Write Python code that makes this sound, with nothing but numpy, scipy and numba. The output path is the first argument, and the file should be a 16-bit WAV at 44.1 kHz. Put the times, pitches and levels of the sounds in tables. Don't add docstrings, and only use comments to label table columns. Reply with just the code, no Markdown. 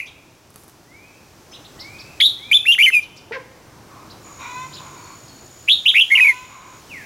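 import sys
import numpy as np
from scipy import signal
from scipy.fft import rfft, irfft, next_fast_len
from scipy.io import wavfile
from scipy.ndimage import uniform_filter1d, minimum_filter1d
from numba import njit

SR = 44100
rng = np.random.default_rng(int(sys.argv[2]) if len(sys.argv) > 2 else 0)


def unload_wav(signal):
    wavfile.write(
        sys.argv[1],
        SR,
        np.round(np.clip(np.atleast_2d(signal).T, -1, 1) * 32767).astype(np.int16),
    )


N = 310905
LEAD = 8820
T = np.arange(-LEAD, N) / SR
TOP_HZ = 15850

# start_s, end_s of the first hop, then of the second
HOP = (.4, .7, 4., 4.3)


def amp(db):
    return 10 ** (np.asarray(db) / 20)


def unit(x):
    return x / np.sqrt(np.mean(x ** 2))


def colour(hz, points):
    f, db = np.transpose(points)
    return amp(np.interp(np.log(np.maximum(hz, 1)), np.log(f), db))


def resonance(hz, centre_hz, width_hz):
    return 1 / np.sqrt(1 + ((hz - centre_hz) / (width_hz / 2)) ** 2)


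def noise(size, shape):
    padded = next_fast_len(size + 4096, True)
    spectrum = rfft(rng.standard_normal(padded))
    hz = np.arange(len(spectrum)) * SR / padded
    return unit(irfft(spectrum * shape(hz), padded))[:size]


def wander(size, rate_hz):
    return noise(size, lambda f: np.exp(-(f / rate_hz) ** 2))


def turn(hz):
    return 2 * np.pi * np.cumsum(hz) / SR


def event(start_s, length_s):
    span = np.flatnonzero((T >= start_s) & (T <= start_s + length_s))
    return span, T[span] - start_s


def ramp(t, rise_s):
    return np.clip(t / max(rise_s, 1 / SR), 0, 1)


def hold(t, length_s, attack_s, release_s):
    return ramp(t, attack_s) * ramp(length_s - t, release_s)


def throat_voice(hz, shape, count):
    orders = np.arange(1, count + 1)[:, None]
    gains = shape(orders * hz)
    stack = np.sum(gains * np.sin(orders * turn(hz)), axis=0)
    return stack / np.sqrt(np.sum(gains ** 2, axis=0) / 2)


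def outdoors(low_db=2, high_db=7, side_db=-18, flicker_db=1):
    # frequency_hz, relative level_db
    air_spectrum = [(15, -37), (25, -14), (45, -9.5), (110, 0.5), (160, -4), (210, -6.5), (320, -4),
                    (450, -9), (1020, -11), (2060, -19.5), (3600, -22.5), (5900, -20), (9000, -28),
                    (15500, -31.5)]
    # time_s, hum level_db, hiss level_db
    swell = [(0, -53.5, -65.5), (.6, -55, -64.5), (1.4, -51.5, -61.5), (1.9, -47.5, -58), (2.4, -50, -59.5),
             (3.1, -52.5, -65), (4.15, -47, -59.5), (4.5, -48, -57), (5.5, -50.5, -58.5), (6.2, -54, -54),
             (6.6, -53, -63), (6.901, -49, -56)]
    s, *levels = np.transpose(swell)
    low, high = (np.interp(T, s, column) for column in levels)
    low_share = lambda f: 1 / (1 + (f / 1800) ** 4)

    def air():
        hum = noise(len(T), lambda f: colour(f, air_spectrum) * np.sqrt(low_share(f)))
        hum = hum * amp(low + low_db + flicker_db * wander(len(T), 24))
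        hiss = noise(len(T), lambda f: colour(f, air_spectrum) * np.sqrt(1 - low_share(f)))
        return hum + hiss * amp(high + high_db)

    return air() + amp(side_db) * air() * np.array([[1], [-1]])


def note(melody, attack_s, release_s, bend):
    scoop, scoop_power = 0.56, 4.8
    drop, drop_s = 0.5, 0.00655
    glide_hz_per_s = 6600
    held_trill = 0.1
    leap_hz_per_s, leap_dip_db = 105000, 7.5
    attack_power = 1.18
    s, pitches = np.transpose(melody)
    s = np.sort(s)
    length_s = s[-1] - s[0]
    span, t = event(s[0], length_s)
    hz = uniform_filter1d(np.interp(T[span], s, pitches), size=64)
    glide = uniform_filter1d(np.abs(np.gradient(hz)) * SR, size=128)
    trilled = held_trill + (1 - held_trill) * np.tanh((glide / glide_hz_per_s) ** 2)
    leaping = np.tanh((glide / leap_hz_per_s) ** 2)
    shut = np.exp(-((length_s - t) / drop_s) ** 2)
    hz = hz * (1 - bend * scoop * (1 - ramp(t, attack_s)) ** scoop_power)
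    hz = hz * (1 - bend * drop * shut)
    strength = ramp(t, attack_s) ** attack_power * ramp(length_s - t, release_s)
    strength = strength * (1 - shut) * amp(-leap_dip_db * leaping)
    return span, hz, strength, trilled


def bulbul(jitter=0.0077, dip_db=45, half_db=-7, rasp_db=-39, shimmer=0.058, drift=0.08, waver_db=2.0,
           facing_db=4.0, away_db=-1.5):
    # [(time_s, pitch_hz)]
    song_notes = [ (-5, 0.0052, 0.027, 0.12, 105, 0.085, [(-.06, 2600), (-.01, 2193), (.01, 2060)]),
                  (-2, 0.017, 0.0027, .4, 310, 0.063, [(2.2, 1900), (2.212, 2413), (2.22, 2390)]),
                  (-9.5, .003, 0.0047, .05, 300, 0.086, [(2.2, 2700), (2.204, 3290), (2.209, 4120),
                  (2.218, 5160)]), (-2.5, 0.0035, 0.035, 0.39, 262, .055, [(2.212, 3310), (2.24, 3506),
                  (2.262, 3835), (2.286, 3770)]), (-6.5, 0.00255, 0.026, .1, 216, 0.028, [(2.513, 2240),
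                  (2.527, 2500), (2.53, 3130), (2.539, 3080), (2.543, 3480), (2.56, 3542), (2.586, 3400)]),
                  (-6, .048, .024, 1, 212, 0.043, [(2.65, 2602), (2.681, 2770), (2.688, 2762),
                  (2.718, 2821), (2.722, 3230), (2.755, 2920)]),
                  (-7, 0.013, 0.023, 1, 160, 0.04, [(2.779, 1967), (2.808, 2380), (2.821, 2310),
                  (2.824, 2780), (2.836, 3054), (2.856, 3033), (2.861, 2435), (2.879, 2090),
                  (2.909, 2110)]), (-9.5, 0.027, 0.041, .25, 170, 0.031, [(2.917, 2765), (2.948, 2517),
                  (2.968, 2436), (3.006, 2380)]), (-4.5, 0.024, 0.032, 0.19, 260, 0.061, [(5.676, 2430),
                  (5.693, 2730), (5.697, 3460), (5.705, 3177), (5.722, 3590), (5.736, 3775),
                  (5.755, 3710)]), (-5.5, 0.0057, 0.016, 0.51, 106, 0.087, [(5.855, 2690), (5.872, 2844),
                  (5.882, 3320), (5.89, 3510), (5.919, 3025)]),
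                  (-5.5, 0.025, 0.026, 0.57, 102, 0.087, [(5.938, 2070), (5.96, 2363), (5.978, 2543),
                  (5.987, 2710), (6.001, 2710), (6.006, 3047), (6.018, 3164), (6.046, 3033)]),
                  (-7, 0.027, .003, 0.073, 110, 0.067, [(6.098, 1923), (6.121, 2176), (6.145, 2105),
                  (6.153, 2813), (6.165, 2885), (6.173, 2420), (6.182, 2198), (6.19, 2350), (6.199, 2270)]),
                  (-8, 0.01216, 0.0083, 0.058, 116, .04, [(6.191, 2017), (6.201, 1976), (6.205, 2546),
                  (6.233, 2510), (6.25, 2450)]), (-7.5, 0.00404, 0.037, .05, 122, 0.032, [(6.242, 2280),
                  (6.264, 2240), (6.269, 2450), (6.279, 2228), (6.293, 2172), (6.331, 1985)]), ]
    # frequency_hz, level_db under the whistle
    overtone_spectrum = [(3000, -27.5), (4400, -37), (5300, -35.5), (6300, -31.5), (7400, -37.5),
                         (8700, -43), (10000, -30.5), (11200, -27.5), (13000, -43.5), (15000, -43.5)]
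    louder_db_per_octave, middle_hz = 4.5, 2940
    held_rough = 0.45
    rasp_shape = lambda f: colour(f, overtone_spectrum) * f / (f + 3000)
    beam = amp(np.interp(T, HOP, [away_db, facing_db, facing_db, away_db]))
    out = np.zeros(len(T))
    for level_db, attack_s, release_s, bend, trill_hz, depth, melody in song_notes:
        span, hz, strength, trilled = note(melody, attack_s, release_s, bend)
        size = len(span)
        rough = held_rough + (1 - held_rough) * trilled
        db = level_db + louder_db_per_octave * np.log2(hz / middle_hz) + waver_db * wander(size, 143)
        trill = turn(trill_hz * (1 + drift * wander(size, 100)))
        depth = depth * trilled * (1 + 0.23 * wander(size, 100))
        hz = hz * (1 - depth * np.sin(trill) + jitter * rough * wander(size, 600))
        phase = turn(hz)
        overtones = amp(rasp_db) * rough * noise(size, rasp_shape)
        for k in np.arange(3, 17) / 2:
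            gain = amp(half_db * (k % 1 > 0)) * (k * hz < TOP_HZ)
            overtones += gain * colour(k * hz, overtone_spectrum) * np.sin(k * phase)
        voice = np.sin(phase) + overtones * beam[span]
        db = db - dip_db * np.minimum(np.abs(depth), 0.09) * (1 - np.cos(trill)) ** 2 / 2
        out[span] += np.sqrt(2) * voice * strength * amp(db) * (1 + shimmer * wander(size, 400))
    return out


def cage(x):
    # delay_s, level_db
    cage_echoes = [(.0021, -22.5), (.0046, -17.5)]
    return x + sum(amp(db) * np.interp(T - s, T, x) for s, db in cage_echoes)


def chips(arch=0.51, trill_hz=170, depth=0.098, upper_db=-20):
    # middle_s, length_s, top pitch_hz of the arch, level_db
    chip_notes = [(0.083, 0.051, 3645, -44.5), (0.069, 0.027, 5820, -50.5), (1.55, 0.059, 3710, -42.5),
                  (1.658, 0.036, 4050, -45.5), (1.812, 0.048, 5040, -37), (2.004, 0.047, 5050, -41.5),
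                  (3.031, 0.036, 5970, -50.5), (3.038, 0.03, 4120, -48.5), (3.169, 0.028, 7200, -54),
                  (3.18, 0.038, 5390, -47.5), (4.114, 0.042, 4720, -45.5), (4.748, 0.055, 4650, -40),
                  (4.78, 0.052, 3770, -42.5), (5.287, 0.035, 4660, -50.5)]
    out = np.zeros(len(T))
    for middle_s, length_s, top_hz, db in chip_notes:
        span = np.flatnonzero(np.abs(T - middle_s) < length_s / 2)
        u = np.linspace(-1, 1, len(span))
        trill = depth * np.sin(2 * np.pi * trill_hz * T[span])
        phase = turn(top_hz * (1 - arch * u ** 2 + trill + 0.04 * wander(len(span), 840)))
        tone = np.sqrt(2) * np.sin(phase) + amp(upper_db) * np.sin(2.5 * phase)
        out[span] += amp(db) * np.cos(np.pi / 2 * u) * tone
    return out


def flutter(decay_s=0.0018, rustle_db=-55):
    # start_s, level_db
    ticks = [(0.504, -43.5), (.513, -56), (.542, -46), (0.559, -34.5), (.578, -52), (.635, -44),
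             (.642, -46), (0.68, -40), (.687, -46), (.696, -40.5)]
    # frequency_hz, relative level_db
    tick_spectrum = [(500, 3.5), (3500, -6), (7000, -1), (11000, 2.5), (15500, -6)]
    envelope = amp(rustle_db) * np.exp(-((T - 0.61) / 0.041) ** 2)
    for s, db in ticks:
        envelope += amp(db) * (T >= s) * np.exp(-np.abs(T - s) / decay_s)
    return envelope * noise(len(T), lambda f: colour(f, tick_spectrum))


def whistlers():
    # start_s, length_s, first pitch_hz, last pitch_hz, settle_s, relative level_db
    whistles = [(.86, 0.36, 1802, 2690, 0.17, -52), (1.511, 0.048, 5300, 5180, 0.025, -49.5),
                (1.515, .028, 6020, 6110, .022, -49), (1.76, 0.43, 1800, 2700, 0.18, -45.5),
                (2.369, 0.5, 1860, 2660, 0.1, -44), (4.97, 0.28, 4500, 4340, 0.25, -54.5),
                (5.26, .15, 4380, 4370, .1, -55.5), (6.887, 0.18, 3300, 1560, 0.065, -37.5)]
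    attack, release = 0.29, 1
    out = np.zeros(len(T))
    for s, length_s, first_hz, last_hz, settle_s, db in whistles:
        span, t = event(s, length_s)
        progress = np.expm1(-t / settle_s) / np.expm1(-length_s / settle_s)
        hz = first_hz + (last_hz - first_hz) * progress
        hz = hz * (1 + 0.0065 * wander(len(span), 107))
        envelope = hold(t, length_s, attack * length_s, release * length_s)
        out[span] += np.sqrt(2) * amp(db) * envelope * np.sin(turn(hz))
    return out


def insects(width_hz=120, scatter=0.32, drift=0.0073):
    # start_s, length_s, mean pitch_hz, level_db at the start
    buzzes = [(1.654, .65, 7750, -63), (4.223, 2.595, 6850, -47.5)]
    stroke_hz, stroke_sag_hz = 61, 750
    edge_s, fade_db_per_s = 0.018, 2
    out = np.zeros(len(T))
    for s, length_s, hz, db in buzzes:
        span, t = event(s, length_s)
        size = len(span)
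        stroke = turn(stroke_hz * (1 + 0.031 * wander(size, 7.16))) / (2 * np.pi) % 1
        phase = turn(hz * (1 + drift * wander(size, 4.8)) + stroke_sag_hz * (0.5 - stroke))
        ring = (1 + scatter * wander(size, width_hz)) * np.sin(phase)
        ring += scatter * wander(size, width_hz) * np.cos(phase)
        envelope = amp(db - fade_db_per_s * t) * hold(t, length_s, edge_s, edge_s)
        out[span] += envelope * ring * (1 - 0.5 * np.cos(2 * np.pi * stroke))
    return out


def fowl(jitter=0.077, top_db=-24, attack_s=0.0019, release_s=0.018, opens_s=0.0013, shuts_s=0.033,
         rises_s=0.0503, falls_s=0.0274):
    # start_s, length_s, level_db
    cluck = (3.309, 0.079, -30.5)
    # start_s, length_s
    beak_open = (3.321, 0.061)
    # pitch_hz at the ends, pitch_hz at the top of the arch
    cluck_hz = (436, 549)
    # frequency_hz with the beak shut, frequency_hz with it open
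    cluck_throat_hz = (510, 2040)
    out = np.zeros(len(T))
    s, length_s, db = cluck
    span, t = event(s, length_s)
    beak = hold(T[span] - beak_open[0], beak_open[1], opens_s, shuts_s)
    hz = np.interp(hold(t, length_s, rises_s, falls_s), [0, 1], cluck_hz)
    hz = hz * (1 + jitter * wander(len(span), 600))
    throat_hz = np.interp(beak, [0, 1], cluck_throat_hz)
    opening = throat_hz / 2200

    def throat(f):
        chest = 0.3 / opening ** 2 * resonance(f, 564, 240) ** 2
        treble = amp(top_db) * opening * resonance(f, 4600, 2500) ** 2
        return resonance(f, throat_hz, 840) ** 2 + chest + treble

    out[span] = amp(db) * hold(t, length_s, attack_s, release_s) * throat_voice(hz, throat, count=12)
    return out


def rooster(jitter=0.0886, onset_hoarse=0.888):
    # start_s, length_s, middle pitch_hz, glide_hz_per_s, relative level_db,
    # level change_db_per_s, hoarseness (0-1) once the onset is over, upper resonance level_db at the start
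    syllables = [(3.9, .27, 551, -150, -43.5, -32, 1, -12.5), (4.231, 0.21, 589, 2, -45.5, -26, 0.93, -7),
                 (4.381, 0.31, 499, 170.5, -33.5, 2, 0.11, -1.5),
                 (4.779, 0.42, 490, 1.5, -42.5, -5, 0.67, -9), (6.135, 0.36, 498.7, 89, -33.5, -26, .05, 2),
                 (6.481, .33, 514, -100, -43, -9, 0.76, -7.5)]
    # centre_hz, width_hz, relative level_db
    throat_peaks = [(2314, 420, -4.5), (3780, 500, -15.5), (5700, 170, -15.5), (7040, 900, -17)]
    attack_s, release_s = 0.028, 0.068
    settle_s = 0.0848
    brightens_db_per_s = 6
    lower = lambda f: resonance(f, 1080, 424) ** 2 / (1 + (720 / f) ** 6)

    def upper(f):
        peaks = sum(amp(db) * resonance(f, centre, width) ** 2 for centre, width, db in throat_peaks)
        return peaks / (1 + (f / 7500) ** 12)

    out = np.zeros(len(T))
    for s, length_s, pitch_hz, glide, db, fade_db, held_hoarse, upper_db in syllables:
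        span, t = event(s, length_s)
        size = len(span)
        onset = np.exp(-(t / settle_s) ** 2)
        hoarse = np.clip(held_hoarse + (onset_hoarse - held_hoarse) * onset, 0, 1)
        bright = amp(upper_db + brightens_db_per_s * t)
        hz = (pitch_hz + glide * (t - length_s / 2)) * (1 + jitter * hoarse * wander(size, 223))
        tone = throat_voice(hz, lambda f: lower(f) + bright * upper(f), count=16)
        rough = (noise(size, lower) + bright * noise(size, upper)) / np.hypot(1, bright)
        envelope = amp(db + fade_db * t) * hold(t, length_s, attack_s, release_s)
        out[span] += envelope * (np.sqrt(1 - hoarse ** 2) * tone + hoarse * rough)
    return out


def drone(attack_s=0.14, release_s=0.15):
    # start_s, length_s, mean pitch_hz, level_db
    distant_hum = (4.5, 0.54, 142.5, -51)
    out = np.zeros(len(T))
    s, length_s, hz, db = distant_hum
    span, t = event(s, length_s)
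    tone = np.sin(turn(hz * (1 + 0.022 * wander(len(span), 30.2))))
    out[span] = np.sqrt(2) * amp(db) * hold(t, length_s, attack_s, release_s) * tone
    return out


def garden(x, near_db, tail_db, wall_db, near_t60=0.25, tail_t60=1.35, far_wall_db=-10, side_db=-15):
    # delay_s of the near wall, delay_s of the far wall
    wall_delays = (.055, .215)
    t = np.arange(SR) / SR
    fade = lambda t60: unit(amp(-60 * t / t60) * (1 - np.exp(-t / 0.0025)))
    echo = lambda s: unit(np.exp(-((t - s) / 0.029) ** 2))
    power = (amp(near_db) * fade(near_t60)) ** 2 + (amp(tail_db) * fade(tail_t60)) ** 2
    power += (amp(wall_db) * echo(wall_delays[0])) ** 2
    power += (amp(wall_db + far_wall_db) * echo(wall_delays[1])) ** 2
    dull = lambda f: 1 / np.sqrt(1 + (f / 12000) ** 2)

    def reflected():
        response = np.sqrt(power / SR) * noise(len(t), dull)
        return signal.fftconvolve(x, response)[:len(T)]

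    mid, side = reflected(), reflected()
    return x + mid + amp(side_db) * side * np.array([[1], [-1]])


def scene(beam_hz=2900):
    pan_db = np.interp(T, HOP, [-0.53, 0.74, 0.36, -0.73])
    song = cage(bulbul())
    high_pass = signal.butter(2, beam_hz, "high", fs=SR, output="sos")
    beamed = signal.sosfiltfilt(high_pass, song)
    near = song - beamed + garden(beamed, near_db=-10.5, tail_db=-26.5, wall_db=-28.5)
    near = near * amp(np.array([pan_db, -pan_db]) / 2)
    soft = garden(chips() + flutter(), near_db=-6.0, tail_db=-11.0, wall_db=-29)
    yard = garden(fowl(), near_db=-8, tail_db=-15, wall_db=-36)
    trees = garden(amp(3.5) * whistlers(), near_db=-12, tail_db=-3.5, wall_db=-28)
    farm = garden(amp(-3.5) * rooster(), near_db=-4.5, tail_db=-9.5, wall_db=-13)
    return (near + soft + yard + trees + farm + insects() + drone() + outdoors())[:, LEAD:]


@njit
def follow(size, release):
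    out, held = np.empty(len(size)), 0.
    for i in range(len(size)):
        held = max(size[i], held * release)
        out[i] = held
    return out


def record(dry, drive_db=1, ceiling=0.64, release_s=0.034):
    loud = dry * amp(drive_db)
    peak = follow(np.abs(loud).max(axis=0), np.exp(-1 / (release_s * SR)))
    gain = minimum_filter1d(ceiling / np.maximum(peak, ceiling), size=88)
    gain = uniform_filter1d(gain, size=88)
    low_pass = signal.ellip(10, 0.2, 80, TOP_HZ, fs=SR, output="sos")
    return signal.sosfilt(low_pass, loud * gain)


dry = scene()
out = record(dry)
unload_wav(out)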